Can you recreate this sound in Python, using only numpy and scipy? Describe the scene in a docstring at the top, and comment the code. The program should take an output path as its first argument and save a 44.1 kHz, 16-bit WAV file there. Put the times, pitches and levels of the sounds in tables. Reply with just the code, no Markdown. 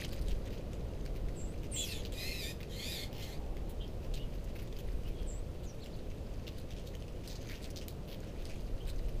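"""Small birds feed on a snowy porch table: bills tick on seed, feet and husks rustle from start to end.
Far traffic rumbles, a faint hiss stays on and light wind thuds on the microphone throughout.
After a thin chirp, one bird scolds close by with both sides of its syrinx: a falling note, then three raspy ones.
As the last raspy note ends, a far vehicle swells out of the traffic; more chirps follow among the pecks.
Noise is filtered into wind, traffic and hiss; clicks ring as husks and seed; wavering sines make the voices."""
import sys
import numpy as np
from scipy import signal
from scipy.fft import rfft, irfft, next_fast_len
from scipy.io import wavfile
from scipy.ndimage import uniform_filter1d

SR = 44100
rng = np.random.default_rng(int(sys.argv[2]) if len(sys.argv) > 2 else 0)


def output_pcm(signal):
    """Save a mono or channel-first signal as 16-bit PCM at the path in sys.argv[1].

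    Samples are clipped to [-1, 1] before scaling.
    """
    pcm = np.clip(np.atleast_2d(signal).T, -1, 1) * 32767
    wavfile.write(sys.argv[1], SR, np.round(pcm).astype(np.int16))


N = 405719   # length in samples


def amp(db):
    """Turn a level in dB into a gain."""
    return 10 ** (np.asarray(db) / 20)


def rms_one(x):
    """Scale a sound to an average strength (rms) of 1."""
    return x / np.sqrt(np.mean(np.abs(x) ** 2) + 1e-20)


def evened(x, size=600):
    """Hold the strength, averaged over size samples, near 1."""
    return x / np.sqrt(uniform_filter1d(x ** 2, size=size).clip(0) + 1e-12)


def stretch(rows):
    """Give the samples a table covers, and each of its columns drawn as straight lines between the rows."""
    s, *columns = np.transpose(rows)
    at = np.arange(max(round(s[0] * SR), 0), min(round(s[-1] * SR), N))
    return at, [np.interp(at / SR, s, column) for column in columns]


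def level(tables):
    """Make a gain over time from tables of seconds and dB: silent outside them, with soft ends."""
    gain = np.zeros(N)
    for rows in tables:
        at, (db,) = stretch(rows)
        gain[at] = amp(db)
    return uniform_filter1d(gain, size=300)


def coloured(x, spectrum):
    """Filter a sound by a table of Hz and dB, then scale it to rms 1."""
    size = next_fast_len(N)
    hz, db = np.transpose(spectrum)
    bin_hz = np.arange(size // 2 + 1) * SR / size
    gain = amp(np.interp(np.log(bin_hz + 1), np.log(hz), db))   # straight lines over log pitch
    return rms_one(irfft(rfft(x, size) * gain, size)[:N])


def band(x, hz, ratio):
    """Ring like a broad resonance, from hz / ratio to hz * ratio."""
    return signal.sosfilt(signal.butter(1, [hz / ratio, hz * ratio], "band", fs=SR, output="sos"), x)


def drift(hz, size=N):
    """Wander slowly by chance: noise sent twice through a one-pole low-pass, rms 1."""
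    r = np.exp(-2 * np.pi * hz / SR)
    settle = 8000   # samples thrown away while the filter starts up
    noise = rng.standard_normal(size + settle)
    return rms_one(signal.lfilter([1], [1, -2 * r, r * r], noise)[settle:])


def crackle(per_s, spread_db, shape):
    """Scatter random clicks of uneven size and either sign, rms 1."""
    sizes = amp(spread_db * np.minimum(rng.exponential(1, shape), 5))
    signs = rng.choice([-1, 1], shape)
    return rms_one(sizes * signs * (rng.random(shape) < per_s / SR))


# Sound colours of wind, traffic and hiss. Each row: pitch in Hz, relative strength in dB per Hz.
WIND_COLOUR = [(12, 8), (30, 15), (45, 13), (70, -1.5), (120, -51)]
TRAFFIC_COLOUR = [(18, -1.5), (30, -6), (76, -0.5), (279, -13.5), (491, -13.5), (561, -15), (850, -29),
                  (1600, -38), (2080, -42), (3520, -120)]
HISS_COLOUR = [(530, -28), (900, 4.5), (1550, -3.5), (2710, 3), (4150, -1.5), (8760, -10), (13100, -12),
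               (15300, -11)]
# Strength of the wind, then of the traffic. Each row: time in seconds, level in dB.
WIND_GUSTS = [(0.0, -56), (0.28, -30.5), (0.56, -47.5), (1.28, -37), (1.87, -48), (2.02, -42.5),
              (3.12, -50), (3.48, -39.5), (4.02, -44.5), (4.15, -35), (4.61, -45), (4.92, -35.5),
              (5.3, -39.5), (5.81, -46.5), (6.0, -43.5), (7.97, -49), (8.81, -37.5), (9.2, -34.5)]
TRAFFIC_LEVEL = [(0.0, -41), (2.2, -42), (4.7, -43.5), (6.4, -44), (9.2, -43)]
HISS_DB = -64
# One far vehicle: when it is loudest, how widely it spreads in time, its level and its pitch.
PASS_S, PASS_SPREAD_S, PASS_DB, PASS_HZ = 3.38, 0.47, -62, 780


def background():
    """Lumpy wind, traffic rumble, one passing vehicle and a steady hiss, each from filtered noise."""
    t = np.arange(N) / SR
    steady_wind = evened(coloured(rng.standard_normal(N), WIND_COLOUR), size=9000)
    wind = level([WIND_GUSTS]) * steady_wind
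    traffic = level([TRAFFIC_LEVEL]) * coloured(rng.standard_normal(N), TRAFFIC_COLOUR)
    tyres = band(band(rng.standard_normal(N), PASS_HZ, 1.17), PASS_HZ, 1.17)
    swell = np.exp(-.5 * ((t - PASS_S) / PASS_SPREAD_S) ** 2)
    passing = amp(PASS_DB) * swell * rms_one(tyres)
    hiss = amp(HISS_DB) * coloured(rng.standard_normal(N), HISS_COLOUR)
    return wind + traffic + passing + hiss


# Busy feet among husks. Each row: time in seconds, level in dB.
PATTER_LEVEL = [(0.0, -48.5), (0.26, -64), (0.73, -67), (1.65, -66.5), (3.95, -72), (4.61, -65),
                (5.01, -68.5), (5.22, -66.5), (5.43, -69.5), (6.94, -67.5), (7.23, -67), (7.44, -54),
                (7.71, -63.5), (7.86, -77), (8.31, -64.5), (8.7, -62.5), (9.2, -69.5)]
# Sound colour of the husks. Each row: pitch in Hz, relative strength in dB per Hz.
HUSK_COLOUR = [(760, -12), (1300, -8.5), (2570, -3.5), (3570, -9.5), (4720, -5.5), (5620, -17), (6240, -10),
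               (7510, -19.5), (15300, -22)]


def patter():
    """Many faint contacts in clumps; each click rings one of ten husk sizes."""
    grains = crackle(2500, 3.0, N) * amp(4 * drift(25))
    pitches_hz = np.geomspace(1500, 13000, 10)
    dealt = rng.integers(0, 10, N)   # which husk each click lands on
    rings = np.zeros(N)
    for k, hz in enumerate(pitches_hz):
        hits = grains * (dealt == k) * amp(3.4 * drift(27))
        rings += rms_one(band(hits, hz, 1.08)) * np.sqrt(hz)
    return level([PATTER_LEVEL]) * coloured(rings, HUSK_COLOUR)


# Pecks and hops. Each row: start in seconds, peak of the crack in dB, pitch of the ring in Hz,
# treble in dB over the ring, rustle in dB over the crack, length of the rustle in milliseconds.
CONTACTS = [(0.047, -33, 2920, -15, -5, 8.1), (0.08, -48, 4500, -20, -3, 14),
            (0.1246, -41, 4230, -7, -2, 19), (0.164, -45, 2390, -20, -8, 12),
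            (0.2127, -45, 4630, -11, -0.5, 12.4), (0.2833, -36.5, 3580, -18, -9, 12),
            (0.301, -44.5, 3080, -17, 0, 20.4), (0.455, -48, 3480, -16, -5, 18),
            (0.505, -43, 2670, -15, -11, 70), (0.732, -43, 3060, -29, -12.5, 27),
            (1.0522, -48, 4500, -20, -5, 10), (1.061, -37.5, 2370, -19, -16, 20),
            (1.153, -47, 2360, -11, -5, 23), (1.285, -45, 2000, -32, -6, 18),
            (1.633, -39, 2670, -14, -13, 25), (2.0505, -31.5, 3300, -14, -13, 21.5),
            (2.122, -39.5, 3400, -14, -7, 24), (2.604, -39.5, 2200, -14, -7, 16),
            (2.63, -35, 2430, -18, -15, 12), (3.1283, -41, 3000, -13, -11.5, 60),
            (3.1806, -39.5, 2880, -11, -12, 96), (3.2273, -41, 3880, -16, -8, 30),
            (3.462, -53, 3000, -15, -15, 15), (3.568, -43, 2480, -16, -10, 14),
            (3.694, -41, 3870, -2, -9.5, 25), (3.878, -48, 4200, -7, -13, 25),
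            (4.03, -53, 2600, -14, -2.5, 31), (4.139, -35, 3880, -17, -5.5, 14.5),
            (4.16, -46, 2980, -15, -3, 25), (4.33, -56, 4200, -6, -4, 23), (4.443, -47, 7540, -8, -12, 11),
            (4.487, -52, 2400, -20, -7, 13), (4.553, -51, 4000, -3, 0, 22), (4.585, -47, 2800, -14, -4, 25),
            (4.619, -46, 2030, -7, -1, 16), (4.674, -48, 3800, -18, -5, 12),
            (4.726, -43, 3500, -16, -11, 10), (4.765, -48, 3000, -12, -4, 14),
            (4.788, -37.5, 3080, -8, -7, 17), (5.034, -51, 3000, -17, -12, 12),
            (5.078, -43.5, 2640, -10, -6, 14), (5.6334, -50, 3990, -11, -1, 18),
            (5.8426, -48, 5000, -15, -11, 14), (5.86, -40, 2900, -18, -13, 19),
            (5.963, -51, 7000, -5, -10, 12), (6.4677, -40, 3000, -16, -2.5, 22),
            (6.583, -43.5, 4050, -8, -12, 22), (6.7068, -39, 3080, -17, -8.5, 22),
            (6.7648, -46.5, 3220, -22, -8.5, 45), (6.8576, -48, 4100, -11, -4, 35),
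            (6.951, -37.5, 3100, -14.5, -20, 20), (7.0227, -42, 2940, -25, -24, 17),
            (7.0808, -46, 2750, -23, -10, 16), (7.2377, -47, 2960, -19, -7, 35),
            (7.2755, -35.5, 4730, -13, -8, 14), (7.2945, -44, 4300, -13, -2.5, 39),
            (7.354, -41.5, 4700, -14, -6.5, 18), (7.429, -51, 2920, -12, -10, 23),
            (7.4904, -40, 2110, -16.5, -5.5, 39), (7.5403, -40.5, 2900, -16, -12, 44),
            (7.6216, -48, 4230, -14, -3.5, 35), (7.642, -38.5, 3140, -22, -11, 23),
            (7.7029, -42, 6270, -14, 0, 9.5), (7.76, -35, 4330, -14, -8.5, 31),
            (7.8126, -40.5, 2780, -27, -9.5, 30), (7.882, -28, 4430, -7, -20.5, 26),
            (8.077, -47, 3000, -10, -5.5, 55), (8.1142, -41, 3140, -14, -5, 30),
            (8.203, -49, 6300, -25, -17, 12), (8.26, -54, 2680, -18, -6.5, 58),
            (8.3913, -55, 3050, -13, -2, 40), (8.4535, -37.5, 4770, -18, -24, 40),
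            (8.4964, -43, 2450, -25, -7, 29), (8.5583, -48.5, 3210, -19, -6.5, 20),
            (8.853, -52, 3500, -18, -14, 12), (8.8727, -42.5, 3800, -12, -6, 26),
            (8.8992, -37.5, 4120, -15, -4, 9.6), (9.0844, -45, 2680, -10, -7, 14)]
CRACK_S, RUSTLE_RISE_S = 0.00098, 0.009   # time scales of the crack and of the swelling rustle


def pecks():
    """Each contact is a short crack, then a swelling and dying rustle; both ring husk and seed, with a treble edge."""
    t = np.arange(round(.18 * SR)) / SR
    cracks = rng.standard_normal((len(CONTACTS), len(t))) * t * np.exp(-t / CRACK_S)
    rustles = crackle(1500, 3.2, cracks.shape)
    seed_ratios = rng.uniform(1.19, 2.13, len(CONTACTS))   # pitch of the seed over that of the husk
    edge = signal.butter(2, 8600, "high", fs=SR, output="sos")
    out = np.zeros(N + len(t))
    for row, crack, rustle, seed_ratio in zip(CONTACTS, cracks, rustles, seed_ratios):
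        s, db, hz, treble_db, rustle_db, length_ms = row
        force = np.array([crack, rustle])
        husk = band(force, hz, 1.148)
        seed = amp(-8.5) * band(force, seed_ratio * hz, 1.195)
        treble = amp(treble_db) * signal.sosfilt(edge, force)
        crack_sound, rustle_sound = husk + seed + treble
        swell = (1 - np.exp(-t / RUSTLE_RISE_S)) * np.exp(-(1000 * t / length_ms) ** 2)
        contact = crack_sound / np.abs(crack_sound).max()
        contact += amp(rustle_db) * swell * rms_one(rustle_sound)
        out[round(s * SR):][:len(t)] += amp(db) * contact
    return out[:N]


def voice(tables, rough, waver_hz, flutter, flutter_hz):
    """A membrane swings near a sine with its octave; pitch, phase and swing waver, a fast flutter splits each line."""
    out = np.zeros(N)
    for rows in tables:
        at, (hz, *partials_db) = stretch(rows)
        size = len(at)
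        jumps = np.round(drift(14, size))   # the membrane hops between nearby pitches
        wobble = 1 + rough * (.01 * drift(40, size) + .025 * jumps)
        phase = 2 * np.pi * np.cumsum(hz * wobble) / SR + rng.uniform(0, 2 * np.pi)
        beat_hz = flutter_hz * (1 + .15 * drift(25, size))
        beat = np.cos(2 * np.pi * np.cumsum(beat_hz) / SR)
        ends = signal.windows.tukey(size, 200 / size)   # 100 samples of fade at each end
        for k, db in enumerate(partials_db, 1):
            swing = rms_one((1 + .6 * rough * drift(waver_hz, size)) * (1 + flutter * beat))
            sine = np.sin(k * phase + rough * drift(waver_hz, size))
            out[at] += np.sqrt(2) * ends * amp(db) * swing * sine
    return out


def yard(x, tail_db, t60):
    """Snow, rails and shed return a short diffuse tail: noise that drops 60 dB in t60 seconds."""
    t = np.arange(round(.15 * SR)) / SR
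    tail = rms_one(rng.standard_normal(len(t))) * amp(tail_db - 60 * t / t60)
    return x + signal.fftconvolve(x, tail)[:N]


# Whistled notes. Each row: start in seconds, length in seconds, first, middle and last pitch in Hz,
# peak level in dB, and the share of the length (0 to 1) at which it peaks.
CHIRP_NOTES = [(1.352, .168, 7900, 7460, 8300, -55.5, .15), (3.795, 0.061, 2950, 3130, 3280, -52.5, 0.38),
               (3.805, 0.039, 3560, 3670, 3500, -64, .35), (4.174, 0.093, 2730, 2960, 2810, -57, 0.3),
               (4.2, .04, 3600, 3650, 3600, -66, .4), (5.04, .06, 2670, 3010, 3300, -59.5, 0.5),
               (5.13, 0.18, 3270, 3220, 3020, -68, .3), (5.26, .14, 8130, 7600, 8400, -53, 0.14),
               (5.647, .085, 7200, 5960, 5480, -59, 0.4), (5.775, .14, 8150, 7250, 7600, -72, 0.36),
               (5.792, 0.053, 2530, 4450, 2800, -57, 0.93), (5.918, 0.041, 2480, 4380, 2800, -60, 0.74),
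               (8.8, 0.036, 2790, 3190, 3140, -57.5, .3)]
CHIRP_RISE_DB, CHIRP_FADE_DB = 18, 13   # from the start up to the peak, from the peak down to the end


def chirps():
    """Birds farther off: thin notes with a tail; the pitch bends smoothly, the level rounds over its peak."""
    u = np.linspace(0, 1, 21)   # share of the note gone by
    tables = []
    for s, length, *hz, db, peak in CHIRP_NOTES:
        rise_db = CHIRP_RISE_DB * (1 - u / peak) ** 2
        fade_db = CHIRP_FADE_DB * ((u - peak) / (1 - peak)) ** 2
        bend_hz = np.polyval(np.polyfit([0, .5, 1], hz, 2), u)   # a parabola through the three pitches
        tables.append(np.c_[s + length * u, bend_hz, db - np.where(u < peak, rise_db, fade_db)])
    return yard(voice(tables, .48, 300, .5, 280), -34, 0.15)


def line(rows, *partials_db, above_hz=0):
    """One voice of a note: its pitch, and each partial so many dB over the level in the table."""
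    rows = np.array(rows)
    return np.c_[rows[:, 0], rows[:, 1] + above_hz, rows[:, 2:] + partials_db]


# What the throat lets out of each pitch. Each row: pitch in Hz, level in dB over the effort.
THROAT_GAIN = [(1550, -26), (1900, -12), (2150, -5.5), (2400, -10.5), (2700, 2), (3300, -0.5), (3700, -2.5),
               (4200, 1), (4800, -5.5), (5300, -7.5)]
FULL_EFFORT_DB, OCTAVE_STEEPER = -48, 0.27   # the octave loses this much more per dB below full effort


def rasp(note):
    """Both voices of a raspy note: base pitch and octave follow effort and throat; soft singing is duller."""
    s, low_hz, high_hz, effort_db = np.transpose(note)
    pitch_hz, gain_db = np.transpose(THROAT_GAIN)
    octave_db = effort_db + OCTAVE_STEEPER * (effort_db - FULL_EFFORT_DB)
    lines = []
    for hz in (low_hz, high_hz):
        base = effort_db + np.interp(hz, pitch_hz, gain_db)
        octave = octave_db + np.interp(2 * hz, pitch_hz, gain_db)
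        lines.append(np.c_[s, hz, base, octave])
    return lines


# Clear whistle of the opening note. Each row: time in seconds, pitch in Hz, level in dB.
CLEAR_WHISTLE = [(1.707, 7270, -75), (1.721, 9400, -44.5), (1.735, 8000, -48), (1.75, 7580, -43.5),
                 (1.775, 7260, -43), (1.786, 7550, -44), (1.8, 7000, -43), (1.815, 8000, -45),
                 (1.83, 6600, -54)]
WHISTLE_OCTAVE_DB, COMPANION_HZ, COMPANION_DB = -16, 970, -8   # a fainter line rides above the whistle
# Opening note: the hoarse fall, then the lower voice. Each row: time in seconds, pitch in Hz, level in dB.
HOARSE_VOICES = [
    [(1.81, 6800, -60), (1.83, 6400, -52), (1.885, 4530, -49.5), (1.92, 4265, -47), (1.95, 3430, -49),
     (2.01, 3260, -55)],
    [(1.73, 2790, -55), (1.755, 2900, -52.5), (1.775, 3374, -40.5), (1.845, 3320, -43.5),
     (1.865, 2820, -53), (1.93, 2656, -48), (1.95, 2410, -65), (1.99, 2200, -60)],
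]
# Buzz of the opening note. Each row: time in seconds, level in dB.
OPENING_BUZZ = [(1.72, -65), (1.774, -56), (1.86, -50), (1.982, -56), (2.01, -70)]
# Three raspy notes. Each row: time in seconds, low voice in Hz, high voice in Hz, effort in dB.
RASPY_NOTES = [
    [(2.135, 1870, 2396, -56), (2.195, 1960, 2460, -47), (2.25, 2042, 2520, -46), (2.32, 2140, 2660, -48),
     (2.345, 1917, 2616, -48), (2.41, 1980, 2440, -48), (2.43, 1767, 2364, -44), (2.51, 1846, 2503, -47.5),
     (2.545, 1880, 2440, -71)],
    [(2.68, 1600, 1890, -68), (2.71, 1575, 1943, -55.5), (2.76, 1568, 2020, -52.5),
     (2.82, 1693, 2204, -48.5), (2.87, 1782, 2360, -45), (2.94, 1880, 2454, -45), (2.99, 1726, 2120, -47.5),
     (3.04, 1622, 2097, -49), (3.08, 1546, 1900, -73)],
    [(3.14, 1536, 2070, -68), (3.23, 1636, 2060, -54), (3.26, 1666, 2200, -57), (3.29, 1660, 2090, -53.5),
     (3.32, 1660, 2164, -57), (3.335, 1970, 2223, -54.5), (3.365, 1980, 2174, -66),
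     (3.385, 2020, 2200, -80)],
]
RASP_BUZZ_DB = -3   # buzz over the effort
# Sound colour of the buzz. Each row: pitch in Hz, relative strength in dB per Hz.
BUZZ_COLOUR = [(1200, -50), (1800, -6), (3000, 10), (4500, 6), (5500, 3), (7600, -3), (8700, -9.5),
               (10100, 1), (11200, -5), (12500, 3.5), (14000, -9), (15300, -6)]


def scold():
    """Two voices at once; the membranes slap, which mixes both pitches into a buzz of treble lines and hiss."""
    fall, lower = [[line(rows, 0, -10)] for rows in HOARSE_VOICES]   # octave 10 dB down
    hoarse = voice(fall, .88, 300, .8, 600) + voice(lower, .48, 350, .6, 700)
    first, second, third = [rasp(note) for note in RASPY_NOTES]
    rasps = voice(first, .57, 140, .55, 170) + voice(second + third, .66, 150, .9, 230)

    pressed = np.maximum(evened(hoarse + rasps) - .6, 0)   # only the part of each swing that hits
    slaps = np.diff(pressed, 2, append=[0, 0])
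    buzz = evened(coloured(rms_one(slaps) + 1.6 * rng.standard_normal(N), BUZZ_COLOUR))
    efforts = [np.array(note)[:, [0, -1]] for note in RASPY_NOTES]
    buzz_level = level([OPENING_BUZZ]) + amp(RASP_BUZZ_DB) * level(efforts)

    clear = line(CLEAR_WHISTLE, 0, WHISTLE_OCTAVE_DB)
    companion = line(CLEAR_WHISTLE[2:-1], COMPANION_DB, above_hz=COMPANION_HZ)   # once settled
    whistle = voice([clear, companion], 0.19, 180, 0.22, 500)
    return whistle + hoarse + rasps + buzz_level * buzz


# Echoes from roof, wall and posts. Each row: delay in seconds, level in dB.
ECHOES = [(.007, -15), (0.018, -15), (.027, -51), (0.043, -16.5)]


def porch(x):
    """The woodwork returns a few echoes, dulled by a one-pole low-pass."""
    dull = signal.lfilter([.6], [1, -.4], x)
    out = x.copy()
    for s, db in ECHOES:
        lag = round(s * SR)
        out[lag:] += amp(db) * dull[:-lag]
    return out


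def scene():
    """Birds under the roof, over the background."""
    birds = yard(scold(), -29, 0.14) + chirps() + pecks() + patter()
    return (porch(birds) + background())[None]


def record(dry):
    """A steep low-pass cuts the top."""
    return signal.sosfilt(signal.ellip(14, .5, 60, 15300, fs=SR, output="sos"), dry)   # cut at 15300 Hz


dry = scene()
out = record(dry)
output_pcm(out)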